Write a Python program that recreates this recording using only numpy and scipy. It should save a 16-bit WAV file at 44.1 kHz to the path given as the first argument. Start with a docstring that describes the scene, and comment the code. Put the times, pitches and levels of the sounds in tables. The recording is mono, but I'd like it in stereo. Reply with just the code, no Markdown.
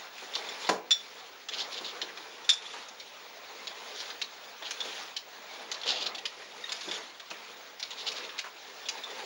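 """Rope climb in a stone shaft

A climber works up a rope in a narrow stone shaft, below a camera with one microphone.
Shaped noise makes the suit's rustle, the rope's scrape and slips, the snapping cams and the wall bumps;
decaying sine modes make the clinking links, and a two-partial tone makes one pulley chirp.
Sparse echoes smear every hit, over a soft hiss and a faint, very high whine.
"""
import sys
import numpy as np
from scipy import signal
from scipy.fft import rfft, irfft, next_fast_len
from scipy.io import wavfile
from scipy.ndimage import uniform_filter1d

SR = 44100
rng = np.random.default_rng(int(sys.argv[2]) if len(sys.argv) > 2 else 0)


def to_wav(sig):
    """Store sig (one row per channel, or 1-D mono) as 16-bit WAV at the path in sys.argv[1].

    Samples outside -1..1 are clipped; the rate is SR.
    """
    pcm = np.clip(np.atleast_2d(sig), -1, 1) * 32767
    pcm = np.round(pcm).astype(np.int16)
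    wavfile.write(sys.argv[1], SR, pcm.T)  # frames by channels


N = 407925
T = np.arange(N) / SR

# Movement of the body. Each row: time in seconds, suit rustle in dB, rope and webbing scrape in dB.
BODY_MOVES = [(0.0, -48.5, -48), (0.12, -51.5, -47.5), (0.4, -45.5, -43), (0.68, -45.5, -40.5),
              (0.81, -53, -59), (0.95, -53.5, -46.5), (1.13, -51.5, -47), (1.48, -55.5, -51),
              (1.57, -46, -46), (2.2, -49.5, -47.5), (2.4, -50, -48), (2.76, -50, -44),
              (2.88, -53.5, -48.5), (3.17, -53, -49), (3.48, -50.5, -48.5), (4.07, -46, -42),
              (4.17, -51.5, -48.5), (4.55, -51.5, -48), (4.9, -46.5, -39.5), (5.1, -49.5, -44),
              (5.18, -55.5, -53), (5.54, -47.5, -45.5), (5.75, -50, -48), (5.9, -42.5, -48),
              (6.05, -43.5, -51), (6.3, -51, -49), (6.7, -50, -44.5), (6.95, -46.5, -39.5),
              (7.15, -55, -51), (7.28, -56, -50), (7.37, -49.5, -45), (7.75, -53.5, -51), (8.1, -47, -44),
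              (8.27, -44.5, -45.5), (8.45, -54.5, -50.5), (8.7, -51.5, -48.5), (9.25, -45, -41.5)]


def gain_of(db):
    """Turns decibels into an amplitude factor."""
    return 10 ** (np.asarray(db) / 20)


def evened(x):
    """Scales a signal to an rms of 1."""
    return x / np.sqrt(np.mean(x ** 2) + 1e-20)


def colour(x, points):
    """Filters by a spectrum of (Hz, dB) points, joined along a logarithmic frequency axis."""
    size = next_fast_len(len(x) + 4096)
    f, db = np.transpose(points)
    hz = np.fft.rfftfreq(size, 1 / SR)
    gain = gain_of(np.interp(np.log(hz + 1), np.log(f + 1), db))
    return irfft(rfft(x, size) * gain, size)[:len(x)]


def add(mix, s, sound):
    """Mixes a sound in, starting at s seconds."""
    part = mix[round(s * SR):][:len(sound)]
    part += sound[:len(part)]


def grains(count, spread_db):
    """Noise whose samples differ widely in size: tiny catches of fibre on fibre."""
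    size_db = spread_db * np.minimum(rng.exponential(1, count), 5)
    return evened(rng.standard_normal(count) * gain_of(size_db))


def flutter(seconds, depth_db):
    """Random loudness that changes over the given time."""
    drift = uniform_filter1d(rng.standard_normal(N), max(round(seconds * SR), 2))
    return gain_of(depth_db * evened(drift))


def patches(x, depth_db, frames, bins):
    """Makes the loudness drift unevenly over time and pitch."""
    z = signal.stft(x, nperseg=512)[2]
    across_pitch = uniform_filter1d(rng.standard_normal(z.shape), bins, 0)
    field = evened(uniform_filter1d(across_pitch, frames, 1))
    return signal.istft(z * gain_of(depth_db * field), nperseg=512)[1][:len(x)]


def burst(spread, t60, tail_db, rise):
    """A blow arrives off the near walls for a moment, then only its decaying tail is left."""
    t = np.arange(round(.3 * SR)) / SR
    early = np.clip((rise + spread - t) / 0.005, 0, 1) * gain_of(-450 * t)
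    tail = gain_of(tail_db - 60 * t / t60)
    return np.minimum(t / rise, 1) * (early + tail) * rng.standard_normal(len(t))


def hiss():
    """Preamp hiss: steady noise that darkens toward the top."""
    # Each row: frequency in Hz, relative level in dB.
    hiss_colour = [(25, -14.5), (100, -6.5), (200, -2.5), (2000, 1), (7000, -8.5), (8000, -28),
                   (12000, -60)]
    return gain_of(-62) * evened(colour(rng.standard_normal(N), hiss_colour))


def whine():
    """A thin, very high steady sine, faint, with level set by a curve and a slight random flutter."""
    whine_hz = 15625
    # Each row: time in seconds, rms level in dB before the flutter.
    whine_levels = [(0.0, -63), (1.1, -65), (1.9, -63), (2.5, -69), (2.6, -88), (3.0, -64), (5.45, -63),
                    (5.79, -71), (6.1, -63.5), (6.4, -73), (6.72, -65), (6.93, -76), (7.35, -65),
                    (9.25, -64)]
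    s, db = np.transpose(whine_levels)
    level = np.sqrt(2) * gain_of(np.interp(T, s, db))
    return level * flutter(.08, 1.3) * np.sin(2 * np.pi * whine_hz * T)


def shaft(x):
    """Late sound of the shaft: sparse echoes of random sign, the treble dying first."""
    echoes_per_s, first_echo_s = 2500, .012
    low_t60, high_t60 = 0.44, 0.16  # s
    t = np.arange(SR // 2) / SR
    signs = rng.choice([-1., 1.], len(t))
    taps = signs * (rng.random(len(t)) < echoes_per_s / SR) * (t > first_echo_s)
    low = colour(taps, [(800, -2.0), (2500, -21.5)])
    tail = low * gain_of(-60 * t / low_t60) + (taps - low) * gain_of(-60 * t / high_t60)
    return signal.oaconvolve(x, tail / np.linalg.norm(tail))[:N]


def shaft_boom():
    """The shaft's hollow low resonance swells with the suit's rustle, more steeply than it."""
    boom_db, middling_db = -58.5, -49.5  # boom level at a middling rustle
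    slope = 1.26  # dB of boom per dB of rustle
    s, suit_db, _ = np.transpose(BODY_MOVES)
    level_db = boom_db + slope * (suit_db - middling_db)
    resonance = [(330, -24), (400, -6.5), (450, -1.5), (510, -4.5), (620, -27)]
    boom = evened(colour(rng.standard_normal(N), resonance) * flutter(0.06, 3.2))
    return gain_of(np.interp(T, s, level_db)) * boom


def suit_rustle():
    """Coated cloth rubs on itself in a low, patchy, grainy rustle."""
    # Each row: frequency in Hz, relative level in dB.
    suit_colour = [(120, -31), (200, -12.5), (330, -7.5), (600, -1), (850, 0.5), (1500, -3.5), (2500, -3.5),
                   (5000, -40), (9000, -44.5)]
    s, suit_db, _ = np.transpose(BODY_MOVES)
    cloth = patches(colour(grains(N, 2.9), suit_colour), depth_db=2.5, frames=8, bins=3)
    return gain_of(np.interp(T, s, suit_db)) * evened(cloth * flutter(0.04, 0.85))


def rope_scrape():
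    """Rope and webbing rub in a brighter, grainy scrape."""
    # Each row: frequency in Hz, relative level in dB.
    rope_colour = [(500, -26.5), (1500, -11), (2500, -9), (3600, -3.5), (5000, -9), (7000, -13),
                   (15000, -10)]
    s, _, rope_db = np.transpose(BODY_MOVES)
    fibre = patches(colour(grains(N, 2.15), rope_colour), depth_db=2.0, frames=5, bins=8)
    return gain_of(np.interp(T, s, rope_db)) * evened(fibre * flutter(0.05, 1.16))


def squeak():
    """A pulley chirps: a short stick-slip tone with its octave."""
    # One row: start in seconds, level of the lower tone in dB, its frequency in Hz,
    # length in seconds, octave in dB relative to the lower tone.
    chirp = (6.636, -37, 1860, .016, 6)
    s, db, hz, length, octave_db = chirp
    t, out = np.arange(0, .05, 1 / SR), np.zeros(N)
    tone = np.sin(2 * np.pi * hz * t) + gain_of(octave_db) * np.sin(2 * np.pi * 2 * hz * t)
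    swell = np.sin(np.pi * np.minimum(t / length, 1)) ** 2.3
    add(out, s, gain_of(db) * tone * swell)
    return out


def bumps():
    """Boots and bag bump the wall: dull knocks of noise that rumble on in the shaft."""
    # Each row: time in seconds, approximate peak in dB, centre in Hz, rumble t60 in seconds,
    # bass in dB relative to the centre.
    wall_bumps = [(.22, -38, 450, .4, -22), (.361, -30.5, 500, .5, -29), (.689, -13, 563, 0.23, -7),
                  (1.56, -37.5, 450, 0.28, -20), (1.81, -34, 450, 0.45, -21), (2.028, -35, 430, 0.26, -22),
                  (2.733, -34, 970, 0.74, -16), (4.621, -35.5, 576, .19, -21), (4.85, -32, 490, 0.17, -24),
                  (5.859, -31, 515, 0.28, -38), (6.02, -34, 470, .3, -27), (6.875, -32, 400, .25, -6),
                  (6.977, -35, 947, 0.39, -4), (7.311, -32.5, 472, .14, -22),
                  (8.441, -33.5, 1090, .26, -12)]
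    out = np.zeros(N)
    for s, db, hz, t60, bass_db in wall_bumps:
        shape = [(hz / 6, bass_db - 13), (hz / 3, bass_db), (hz / 2, bass_db / 2),
                 (hz, 0), (hz * 2, -6), (hz * 4, -18)]
        knock = colour(burst(spread=.014, t60=t60, tail_db=0.0, rise=0.0012), shape)
        onset_rms = np.sqrt(np.mean(knock[:round(.01 * SR)] ** 2))
        # the table gives peaks, which stand above the rms
        add(out, s + 0.000955, gain_of(db - 7.5) * knock / onset_rms)
    return out


def slips():
    """Rope strands catch on the teeth of a clamp in a swelling, gritty rasp."""
    # Each row: time of the peak in seconds, level in dB, centre in Hz, length in seconds.
    rope_slips = [(0.383, -43, 3970, .033), (1.545, -37, 3520, 0.034), (1.603, -32, 3900, 0.053),
                  (1.739, -39.5, 3840, .04), (1.779, -38.5, 3680, 0.041), (1.863, -38.5, 3760, .038),
                  (1.9, -40.5, 3480, .043), (2.094, -43.5, 2000, .024), (2.782, -46, 2530, .032),
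                  (3.964, -43.5, 4300, 0.051), (4.007, -38, 4180, 0.039), (4.663, -39, 3320, 0.038),
                  (4.881, -48.5, 3300, 0.11), (5.897, -27, 3670, 0.059), (5.974, -35.5, 3620, .076),
                  (6.025, -32, 3700, 0.038), (6.069, -30, 3800, 0.019), (7.921, -43, 3500, .043),
                  (8.0, -41.5, 3770, .055), (8.08, -29.5, 3740, .031), (8.175, -39.5, 3850, 0.061),
                  (8.249, -43, 3400, .041), (8.46, -43, 1330, .038)]
    # Clamp body for a 3800 Hz centre. Each row: frequency in Hz, relative level in dB.
    clamp_colour = [(1200, -19), (2300, -10.5), (2900, 2.5), (3800, 5.5), (5200, -0.5), (6000, -8.5),
                    (7500, -9), (11000, -17)]
    rise_share = .48  # share of a slip spent swelling
    out, (f, level_db) = np.zeros(N), np.transpose(clamp_colour)
    t = np.arange(-.12, .12, 1 / SR)
    for s, db, hz, length in rope_slips:
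        rise, fall = rise_share * length, (1 - rise_share) * length
        grit = evened(colour(grains(len(t), 4.0), np.c_[f * hz / 3800, level_db]))
        # catches come in clumps about two milliseconds long
        drift = uniform_filter1d(rng.standard_normal(len(t)), size=90)
        clumps = gain_of(1.36 * evened(drift))
        swell = np.exp(-(t / np.where(t < 0, rise, fall)) ** 2)
        add(out, s + t[0], gain_of(db) * evened(grit * clumps) * swell)
    return out


def clinks():
    """A short rattle drives the close, beating modes of a steel link until rope or glove damps it."""
    # Each row: time in seconds, level in dB, extra level of the modes above 4500 Hz in dB.
    link_clinks = [(.338, -29.5, -13), (.353, -26, -18), (.488, -33.5, -7), (.648, -33, -12),
                   (.9086, -14.5, -9), (2.018, -37, -20), (2.444, -37, -10), (2.492, -12.5, -14.5),
                   (2.533, -32, 1.5), (2.659, -37, -15), (2.706, -41, -12), (4.624, -35, -23),
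                   (4.774, -41, -13), (4.805, -24.5, -27), (6.255, -38, -17), (6.694, -32, -11),
                   (6.887, -32.5, -16), (6.913, -28, -13), (6.94, -34, -8), (7.198, -43, -19),
                   (8.858, -36.5, -11), (9.036, -29.5, -16), (9.105, -37, -9)]
    # Frequencies of the link's modes in Hz.
    mode_hz = [1625, 2040, 2755, 3180, 3478, 3560, 3648, 4110, 4240, 4610, 4800, 5072, 5400, 5600, 5702,
               6185, 7085, 7530, 9200, 9940]
    # One row for each mode: relative level in dB, t60 in seconds.
    mode_rings = [(-35, 0.11), (-32, .08), (-38, .1), (-37, .08), (4.5, 0.17), (-5.5, 0.25), (-1.5, 0.16),
                  (-9, .06), (-13, 0.081), (-19, .08), (-12, .08), (2.5, 0.12), (-21, .08), (5, 0.12),
                  (-13, .09), (-17, .08), (3, 0.11), (3, 0.11), (-3, 0.13), (-3, 0.11)]
    # a link rings freely for a moment; one struck hard swings clear and rings longer
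    free_s, hard_db, free_s_per_db = 0.011, -25.5, .0011
    out, t = np.zeros(N), np.arange(round(.3 * SR)) / SR
    mode_luck = rng.standard_normal((len(link_clinks), len(mode_rings)))
    for (s, db, upper_db), row in zip(link_clinks, mode_luck):
        free = free_s + free_s_per_db * max(db - hard_db, 0)
        rattle = rng.standard_normal(len(t)) * (gain_of(-1300 * t) + .17 * (t < free))
        ring = 0
        for hz, (level_db, t60), luck in zip(mode_hz, mode_rings, row):
            decaying_sine = gain_of(-60 * t / t60) * np.sin(2 * np.pi * hz * t)
            mode = signal.oaconvolve(rattle, decaying_sine)[:len(t)]
            mode_db = level_db + 1.3 * luck + upper_db * (hz > 4500)
            ring = ring + gain_of(mode_db) * mode / abs(mode).max()
        damping_db = -9 * np.clip((t - free) / 0.005, 0, 1)
        clink = colour(ring * gain_of(damping_db), [(600, -26), (1400, -0.5)])
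        add(out, s - .001, gain_of(db - 6.5) * clink)
    return out


def snaps():
    """Cams and buckles snap: smeared noise ticks, each coloured by its own small resonances."""
    # Each row: time in seconds, approximate peak in dB, centre in Hz,
    # body and treble settings in dB relative to the centre.
    gear_snaps = [(.182, -33.5, 2470, -14, -18), (.3523, -19.5, 4030, -18, -18),
                  (0.67, -27, 3810, -16, -23), (0.6916, -17.5, 3800, -7, -35), (.9093, -16, 3750, -36, -20),
                  (1.4877, -23.5, 3420, -14, -13.5), (1.5229, -30.5, 2980, -19, -23),
                  (1.7205, -30.5, 3370, -26, -14), (1.8457, -29, 4190, -19, -28),
                  (2.0173, -20.5, 3460, -19, -22), (2.1745, -31, 3700, -11, -18),
                  (2.493, -10.5, 3800, -19, -6), (2.533, -29, 3500, -20, -1), (2.623, -36, 2460, -18, -23),
                  (2.886, -34, 4910, -17, -8), (3.0, -31.5, 3880, -26, -18),
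                  (3.6717, -24.5, 3870, -25, -18.5), (4.103, -28.5, 3960, -11, -24),
                  (4.2169, -18.5, 4060, -16, -18.5), (4.6245, -32, 3420, -9, -34),
                  (4.7093, -20.5, 5200, -8.5, -6), (4.806, -29.5, 3460, -21, -11),
                  (5.1662, -20.5, 3430, -25, -16.5), (5.7165, -20, 4240, -17, -14),
                  (5.7437, -28.5, 3970, -19, -26), (5.8157, -30, 3810, -20, -16),
                  (5.8346, -26.5, 3350, -26, -22), (6.1489, -25.5, 3400, -24, -20),
                  (6.1835, -27.5, 3440, -21, -20), (6.2556, -19, 3450, -19, -16.5),
                  (6.4202, -36, 2360, -3, -25), (6.6923, -31.5, 3680, -11, -18),
                  (6.7207, -20, 3320, -13, -8), (6.81, -29, 3600, -13, -16),
                  (6.9137, -24.5, 3340, -12, -16), (7.199, -32.5, 3330, -11, -15),
                  (7.304, -30.5, 4370, -16, -12), (7.312, -30.5, 2510, -15, -32),
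                  (7.7984, -27.5, 4090, -16.5, -14), (7.8283, -22, 3970, -20, -20.5),
                  (7.9074, -29.5, 2700, -18, -15), (8.1186, -25.5, 2530, -23, -12),
                  (8.2935, -31.5, 3270, -7, -31), (8.3816, -29, 3550, -14, -26),
                  (8.39, -20, 3670, -13.5, -14.5), (8.6994, -38, 2300, -13, -18),
                  (8.8877, -18, 2920, -17, -8), (8.981, -33.5, 3440, -15, -18)]
    spread_s = 0.017  # how long the near walls smear a snap
    out, small_hz = np.zeros(N), np.geomspace(1000, 9000, num=44)
    resonances = rng.standard_normal((len(gear_snaps), 44))
    for (s, db, hz, body_db, treble_db), row in zip(gear_snaps, resonances):
        below, above = hz * .86, hz * 1.16
        # small parts radiate almost no bass
        shape = [(500, body_db - 31), (1100, body_db + 0.5), (1700, body_db + 6.0),
                 (below, -3.5), (hz, 0), (above, -3.5),
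                 (6600, treble_db + 4.5), (12000, treble_db - 2.0)]
        blow = burst(spread_s, t60=.1, tail_db=-8, rise=.0012)
        tick = colour(colour(blow, shape), np.c_[small_hz, 3.3 * row])
        onset_rms = np.sqrt(np.mean(tick[:round(spread_s * SR)] ** 2))
        # the table gives peaks; noise peaks stand well above its rms
        add(out, s - .0015, gain_of(db - 12.0) * tick / onset_rms)
    return out


def scene():
    """All sources share one spot below the camera; only the hits get the shaft's late echoes."""
    hits = snaps() + clinks() + slips() + bumps() + squeak()
    rubbing = suit_rustle() + rope_scrape() + shaft_boom()
    mono = hits + gain_of(-10.5) * shaft(hits) + rubbing
    return np.array([mono, mono])


def record(dry):
    """Sets the overall tone colour, adds the hiss and the whine, then limits the band."""
    # Overall tone colour: weak bass, dull above 7 kHz, with deep gaps near 8 and 12 kHz.
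    # Each row: frequency in Hz, gain in dB.
    tone_colour = [(60, -22), (190, 0.5), (6900, 0.5), (7550, -8), (7950, -31), (8250, -16), (10600, -15.5),
                   (11600, -28), (12000, -54), (12900, -26.5), (15200, -28)]
    edge_hz = 16050
    heard = np.array([colour(c, tone_colour) for c in dry]) + whine() + hiss()
    low_pass = signal.firwin(1023, edge_hz, window=("kaiser", 9), fs=SR)
    return signal.oaconvolve(heard, low_pass[None], "same")


dry = scene()
out = record(dry)
to_wav(out)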